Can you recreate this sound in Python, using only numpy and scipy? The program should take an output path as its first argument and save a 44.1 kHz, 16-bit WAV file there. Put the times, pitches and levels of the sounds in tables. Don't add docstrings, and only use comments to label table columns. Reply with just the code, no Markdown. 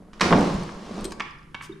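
import sys
import numpy as np
from scipy import signal
from scipy.io import wavfile

SR = 44100
rng = np.random.default_rng(int(sys.argv[2]) if len(sys.argv) > 2 else 0)


def bounce(signal):
    frames = np.transpose(np.atleast_2d(signal))
    limited = np.clip(frames, -1, 1)
    pcm = np.round(limited * 32767).astype(np.int16)
    wavfile.write(sys.argv[1], SR, pcm)


N = 79380
TIME, RING = np.arange(N) / SR, np.arange(SR // 3) / SR


def amp(db):
    return 10 ** (np.asarray(db) / 20)


def evened(x):
    return x / np.sqrt(np.mean(x ** 2) + 1e-20)


def unit(x):
    return x / np.sqrt(np.sum(x ** 2) / (SR / 100) + 1e-20)


def read(points, hz):
    point_hz, value = np.transpose(points)
    return np.interp(np.log(hz + 1), np.log(point_hz + 1), value)


def level(points):
    return amp(np.interp(TIME, *np.transpose(points)))


def add(mix, start_s, sound):
    part = mix[max(round(start_s * SR), 0):][:len(sound)]
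    part += sound[:len(part)]


def colour(x, points):
    log_gain = np.log(amp(read(points, abs(np.fft.fftfreq(8192, 1 / SR)))))
    spectrum = np.exp(np.conj(signal.hilbert(log_gain)))
    taps = np.fft.ifft(spectrum).real[:4096]
    return signal.fftconvolve(x, taps)[:len(x)]


def soften(x, cutoff_hz):
    b, a = signal.butter(2, cutoff_hz, fs=SR)
    return signal.lfilter(b, a, x)


def ring(modes, rise_s=0):
    swell = 1 - np.exp(-(RING / (rise_s + 1e-9)) ** 2)
    total = np.zeros(len(RING))
    for k, (hz, db, t60_s) in enumerate(modes):
        decay = amp(db - 60 * RING / t60_s)
        total += (-1) ** k * decay * np.sin(2 * np.pi * hz * RING)
    return unit(swell * total)


def burst(points, t60_s):
    noise = rng.standard_normal(len(RING)) * amp(-60 * RING / t60_s)
    return unit(colour(noise, points))


# freq_hz, t60_s
ROOM_DECAY = [(60, .5), (200, 0.6), (600, 0.7247), (1500, 0.73), (3500, 0.61), (7000, .5), (15000, 0.39)]
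# freq_hz, likeness_0_to_1
TAIL_LIKENESS = [(60, 1), (150, 1), (280, 1), (600, 0.44), (1200, 0.42), (5000, 0.4), (15000, .05)]


def in_room(x, room_db, pan_db):
    hz, t, z = signal.stft(rng.standard_normal((2, SR)), SR, nperseg=256)
    same = read(TAIL_LIKENESS, hz)[:, None]
    mid, side = z[0] * np.sqrt(1 + same), z[1] * np.sqrt(1 - same)
    decay = amp(-60 * t / read(ROOM_DECAY, hz)[:, None])
    tail = signal.istft(np.array([mid + side, mid - side]) * decay, SR, nperseg=256)[1]
    tail *= np.clip(np.arange(tail.shape[1]) / SR / 0.0045, 0, 1) ** 2
    wet = signal.fftconvolve(x[None], tail / np.linalg.norm(tail[0]), axes=1)[:, :N]
    return (x + amp(room_db) * wet) * amp([[pan_db / 2], [-pan_db / 2]])


# freq_hz, level_db, t60_s
WOOD_MODES = [(103, -9, 0.1), (147.4, -8.5, 0.082), (203.8, -0.5, 0.11), (244, -5, 0.09), (287.9, -2, 0.11),
              (499, -6.5, 0.061), (542, -6, 0.06), (659, -7, 0.043), (781, -5, 0.055), (927, -1.5, 0.037),
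              (1128, -2, 0.031), (1240, -2.5, .03), (1610, -5, .03), (2190, -3.5, 0.038)]
# freq_hz, level_db
BOARD_COLOUR = [(30, -22), (90, -20), (200, 2.5), (330, 2), (500, -3.5), (700, 0.5), (1000, -2.5),
                (2000, -9), (5000, -13), (15000, -39)]
BOARDS_T60_S, BOARDS_DB = 0.027, 2


def box_blow(cutoff_hz):
    boards = burst(BOARD_COLOUR, BOARDS_T60_S)
    return soften(ring(WOOD_MODES) + amp(BOARDS_DB) * boards, cutoff_hz)


# start_s, level_db, cutoff_hz
FRAME_KNOCKS = [(.002, -45, 248), (.227, -24.5, 500), (.247, -26.5, 110), (0.261, -23, 920),
                (0.29, -22.5, 507), (.3075, -17.5, 1080), (.314, -18.5, 1310), (0.3196, -20, 690),
                (0.3254, -12.5, 1890), (.332, -12, 1230), (.3445, -12, 288), (.353, -17.5, 600),
                (.381, -19, 900), (.394, -18, 460), (.426, -23.5, 408), (.549, -28, 122), (0.593, -42, 200)]


def knocks():
    out = np.zeros(N)
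    for start_s, level_db, cutoff_hz in FRAME_KNOCKS:
        add(out, start_s, amp(level_db) * unit(box_blow(cutoff_hz)))
    return out


# time_s, level_db
JUDDER_LEVEL = [(.2, -53), (.22, -27), (.3, -30), (.34, -20.5), (.41, -24.5), (.47, -32), (.59, -40),
                (.68, -48), (.8, -45.5), (.92, -39.5), (1.02, -36.5), (1.1, -44), (1.2, -47.5), (1.35, -74),
                (1.55, -85)]
SLIPS_PER_S, SLIP_JITTER, SLIP_SPREAD_DB, SLIP_CUTOFF_HZ = 140, .4, 5.5, 556


def judder():
    gaps, sizes = rng.standard_normal((600, 2)).T
    starts_s = np.cumsum(np.exp(SLIP_JITTER * gaps)) / SLIPS_PER_S
    slips = np.zeros(N)
    for start_s, size_db in zip(starts_s, SLIP_SPREAD_DB * sizes):
        add(slips, start_s, amp([size_db]))
    slip = box_blow(SLIP_CUTOFF_HZ)
    driven = evened(slips) * level(JUDDER_LEVEL)
    return signal.fftconvolve(driven, slip / np.linalg.norm(slip))[:N]


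WOOD_PAN_DB = -0.94


def drawer():
    return in_room(knocks() + judder(), room_db=-7, pan_db=WOOD_PAN_DB)


# start_s, level_db
CRACK_EVENTS = [(.133, -47.5), (.139, -53), (.197, -40), (0.2085, -22.5), (.2118, -17), (.2155, -28),
                (.218, -25), (.227, -28.5)]
# freq_hz, level_db
CRACK_SPECTRUM = [(60, -28), (200, 3.5), (600, -9.5), (1200, 9), (2300, 2.5), (3000, -1.5), (4000, -5),
                  (6200, -9), (8000, -16.5), (11000, -30.5), (15500, -49)]
CRACK_T60_S = 0.023


def cracks():
    out = np.zeros(N)
    for start_s, level_db in CRACK_EVENTS:
        add(out, start_s, amp(level_db) * burst(CRACK_SPECTRUM, CRACK_T60_S))
    return in_room(out, room_db=-2.5, pan_db=-2.8)


# time_s, pitch_hz, level_db
GROAN_CURVE = [(.2, 200, -59), (.23, 198, -31), (.42, 208, -29), (.5, 159, -36.5), (.6, 151, -29),
               (.69, 155.5, -45.5), (.76, 198, -43.5), (.85, 199, -47.5), (.93, 205, -39.5),
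               (1.02, 196, -36), (1.09, 182, -46.5), (1.25, 156.6, -53.5)]
GROAN_WIDTH_HZ = 46


def groan():
    time_s, pitch_hz, level_db = np.transpose(GROAN_CURVE)
    hz = np.interp(TIME, time_s, pitch_hz)
    turn = np.exp(2j * np.pi * np.cumsum(hz) / SR)
    r = np.exp(-np.pi * GROAN_WIDTH_HZ / SR)
    slips = (rng.random(N) < SLIPS_PER_S / SR) * rng.choice([-1, 1], N)
    swing = signal.lfilter([(1 - r) ** 2], [1, -2 * r, r * r], slips / turn)
    swing = swing / np.sqrt(abs(swing) + 1e-12)
    gain = level(list(zip(time_s, level_db)))
    return in_room(evened((swing * turn).real) * gain, room_db=-12, pan_db=-0.9)


# time_s, level_db
RUB_LEVEL = [(.115, -90), (.135, -54.5), (.2, -56.5), (.22, -26), (.32, -33.5), (.42, -32.5), (.53, -37),
             (.62, -41), (.78, -47.5), (.88, -45), (.99, -41), (1.07, -47.5), (1.13, -71), (1.2, -60),
             (1.5, -77)]
# freq_hz, level_db
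RUB_SPECTRUM = [(100, -13), (350, 10.5), (700, 1.5), (1050, 5), (1500, -3), (2200, -7), (3200, -7.5),
                (5500, -9.5), (7500, -17.5), (10000, -23), (12000, -38.5), (15500, -40)]
GRAINS_PER_S, GRAIN_SPREAD_DB = 3500, 1.5


def rubbing():
    hits = (rng.random(N) < GRAINS_PER_S / SR) * rng.choice([-1, 1], N)
    sizes_db = GRAIN_SPREAD_DB * np.minimum(rng.exponential(1, N), 4)
    rub = evened(colour(hits * amp(sizes_db), RUB_SPECTRUM))
    return in_room(rub * level(RUB_LEVEL), room_db=-3.5, pan_db=0.2)


# start_s, level_db, cutoff_hz
PULL_CLACKS = [(.691, -38, 840), (1.12, -37, 920), (1.1981, -34.5, 6000), (1.2038, -25.5, 3280),
               (1.208, -29.5, 2800), (1.545, -33.5, 3240), (1.549, -33, 2430), (1.608, -43, 2200),
               (1.611, -36.5, 2260)]
# freq_hz, level_db, t60_s
PULL_MODES = [(893, -8.5, 0.036), (1120.5, -1, 0.081), (1220, -7, 0.0087), (1577, -4.5, 0.041),
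              (1755, 1, 0.019), (2234, 1.5, 0.033), (2386, 0, 0.015), (2810, -1.5, 0.012),
              (3610, -6.5, 0.019), (4920, -24, .02), (5650, -10, 0.017)]
# freq_hz, level_db
PULL_TICK_COLOUR = [(200, -11), (650, -16), (1000, -2), (2800, -4.5), (4200, -11), (7000, -13),
                    (10000, -18), (15000, -64)]
PULL_TICK_DB, PULL_TICK_T60_S = -1, 0.018


def pull():
    out, body = np.zeros(N), ring(PULL_MODES)
    for start_s, level_db, cutoff_hz in PULL_CLACKS:
        tick = amp(PULL_TICK_DB) * burst(PULL_TICK_COLOUR, PULL_TICK_T60_S)
        add(out, start_s, amp(level_db) * unit(soften(body + tick, cutoff_hz)))
    return in_room(out, room_db=-5.5, pan_db=-2)


# start_s, level_db, pitch_ratio
CUTLERY_CLINKS = [(.389, -42.5, 0.61), (.408, -42, 0.72), (.54, -47.5, 0.84), (0.633, -48, 0.55),
                  (1.009, -49.5, 1), (1.0434, -36, 0.99), (1.052, -35.5, 1), (1.108, -48, 0.75),
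                  (1.12, -41.5, 0.58), (1.123, -47, 0.8)]
# freq_hz (at pitch_ratio 1), level_db, t60_s
METAL_MODES = [(3250, 7, 0.036), (4115, 3.5, .06), (5120, -3, 0.071), (6600, -7, .03), (8100, 3.5, 0.063),
               (8380, 0.5, .13), (8823, 4.5, 0.052), (11700, -10, .04), (13200, -18, .03)]
# freq_hz, level_db
METAL_TICK_COLOUR = [(500, -5), (2000, -1), (4000, 1.5), (8500, 0), (11000, -9.5), (14000, -20),
                     (16000, -35)]
METAL_TICK_DB, METAL_TICK_T60_S = 0.5, .02


def clinks():
    out = np.zeros(N)
    for start_s, level_db, ratio in CUTLERY_CLINKS:
        utensil = ring([(hz * ratio, db, t60_s) for hz, db, t60_s in METAL_MODES])
        tick = amp(METAL_TICK_DB) * burst(METAL_TICK_COLOUR, METAL_TICK_T60_S)
        add(out, start_s, amp(level_db) * unit(utensil + tick))
    return out


# start_s, level_db
RATTLE_EVENTS = [(1.222, -50), (1.279, -66), (1.309, -56.5), (1.386, -65), (1.43, -68)]
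# freq_hz, level_db, t60_s
RATTLE_UTENSIL = [(5000, 5, 0.022), (5230, -13, 0.017), (6800, -8, 0.011), (8060, -18, 0.013)]


def rattle():
    out = np.zeros(N)
    for start_s, level_db in RATTLE_EVENTS:
        add(out, start_s, amp(level_db) * ring(RATTLE_UTENSIL))
    return out


# start_s, level_db
PING_EVENT = (1.72, -50.5)
# freq_hz, level_db, t60_s
PING_UTENSIL = [(3700, 5, .06), (3560, -11, 0.044), (4120, -17, .06)]
PING_RISE_S = 0.0043


def ping():
    out = np.zeros(N)
    start_s, level_db = PING_EVENT
    add(out, start_s, amp(level_db) * ring(PING_UTENSIL, PING_RISE_S))
    return out


def cutlery():
    return in_room(clinks() + rattle() + ping(), room_db=-12, pan_db=1.5)


# start_s, level_db
BUMP_EVENTS = [(1.047, -27), (1.692, -33), (1.754, -41)]
# freq_hz, level_db, t60_s
HOLLOW_MODES = [(153, -11.5, 0.052), (210.5, -14.5, 0.13), (335, 3, 0.061), (388, 0.5, 0.064)]
BUMP_RISE_S = 0.0085


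def bumps():
    out = np.zeros(N)
    for start_s, level_db in BUMP_EVENTS:
        add(out, start_s, amp(level_db) * ring(HOLLOW_MODES, BUMP_RISE_S))
    return in_room(out, room_db=-4.5, pan_db=WOOD_PAN_DB)


# freq_hz, level_db
GLOVE_COLOUR = [(300, -26), (1100, -2.5), (3300, -5.5), (4000, -9.5), (5300, -7.5), (9900, -13),
                (15000, -30)]
BRUSH_S, BRUSH_RISE_S, BRUSH_HOLD_S, BRUSH_FALL_S, BRUSH_DB = 1.615, 0.011, 0.024, 0.03, -46.5


def glove():
    corners_s = BRUSH_S + np.cumsum([0, BRUSH_RISE_S, BRUSH_HOLD_S, BRUSH_FALL_S])
    shape = np.interp(TIME, corners_s, [0, 1, 1, 0])
    cloth = evened(colour(rng.standard_normal(N), GLOVE_COLOUR))
    return in_room(amp(BRUSH_DB) * shape * cloth, room_db=-9, pan_db=3)


# time_s, level_db
SHUDDER_LEVEL = [(0, -60), (.19, -51), (.22, -44.5), (.35, -43), (.5, -49), (.55, -32.5), (.63, -45),
                 (.97, -57), (1.03, -36.5), (1.15, -55), (1.8, -53.5)]
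# freq_hz, level_db
SHUDDER_SPECTRUM = [(8, -11), (22, -7.5), (45, -5.5), (70, -13.5), (120, -19), (300, -51), (1000, -97)]


def shudder():
    return level(SHUDDER_LEVEL) * evened(colour(rng.standard_normal(N), SHUDDER_SPECTRUM))


# freq_hz, level_db
FLOOR_COLOUR = [(20, 2), (100, -18.5), (155, -0.5), (210, -8.5), (330, -6.5), (480, -15), (700, -34),
                (1200, -16.5), (2500, -29.5), (5000, -34), (7500, -37.5), (11000, -36), (12500, -51),
                (15500, -54)]
FLOOR_DB, FLOOR_LIKENESS = -55.5, 0.66


def background():
    left, other = rng.standard_normal((2, N))
    right = FLOOR_LIKENESS * left + np.sqrt(1 - FLOOR_LIKENESS ** 2) * other
    return amp(FLOOR_DB) * np.array([evened(colour(v, FLOOR_COLOUR)) for v in (left, right)])


def scene():
    wood = drawer() + cracks() + groan() + rubbing()
    fittings = pull() + cutlery() + bumps() + glove()
    return wood + fittings + shudder() + background()


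EDGE_HZ = 15800


def record(dry):
    taps = signal.firwin(511, EDGE_HZ, window=("kaiser", 9), fs=SR)
    return signal.oaconvolve(dry, taps[None], "same")


dry = scene()
out = record(dry)
bounce(out)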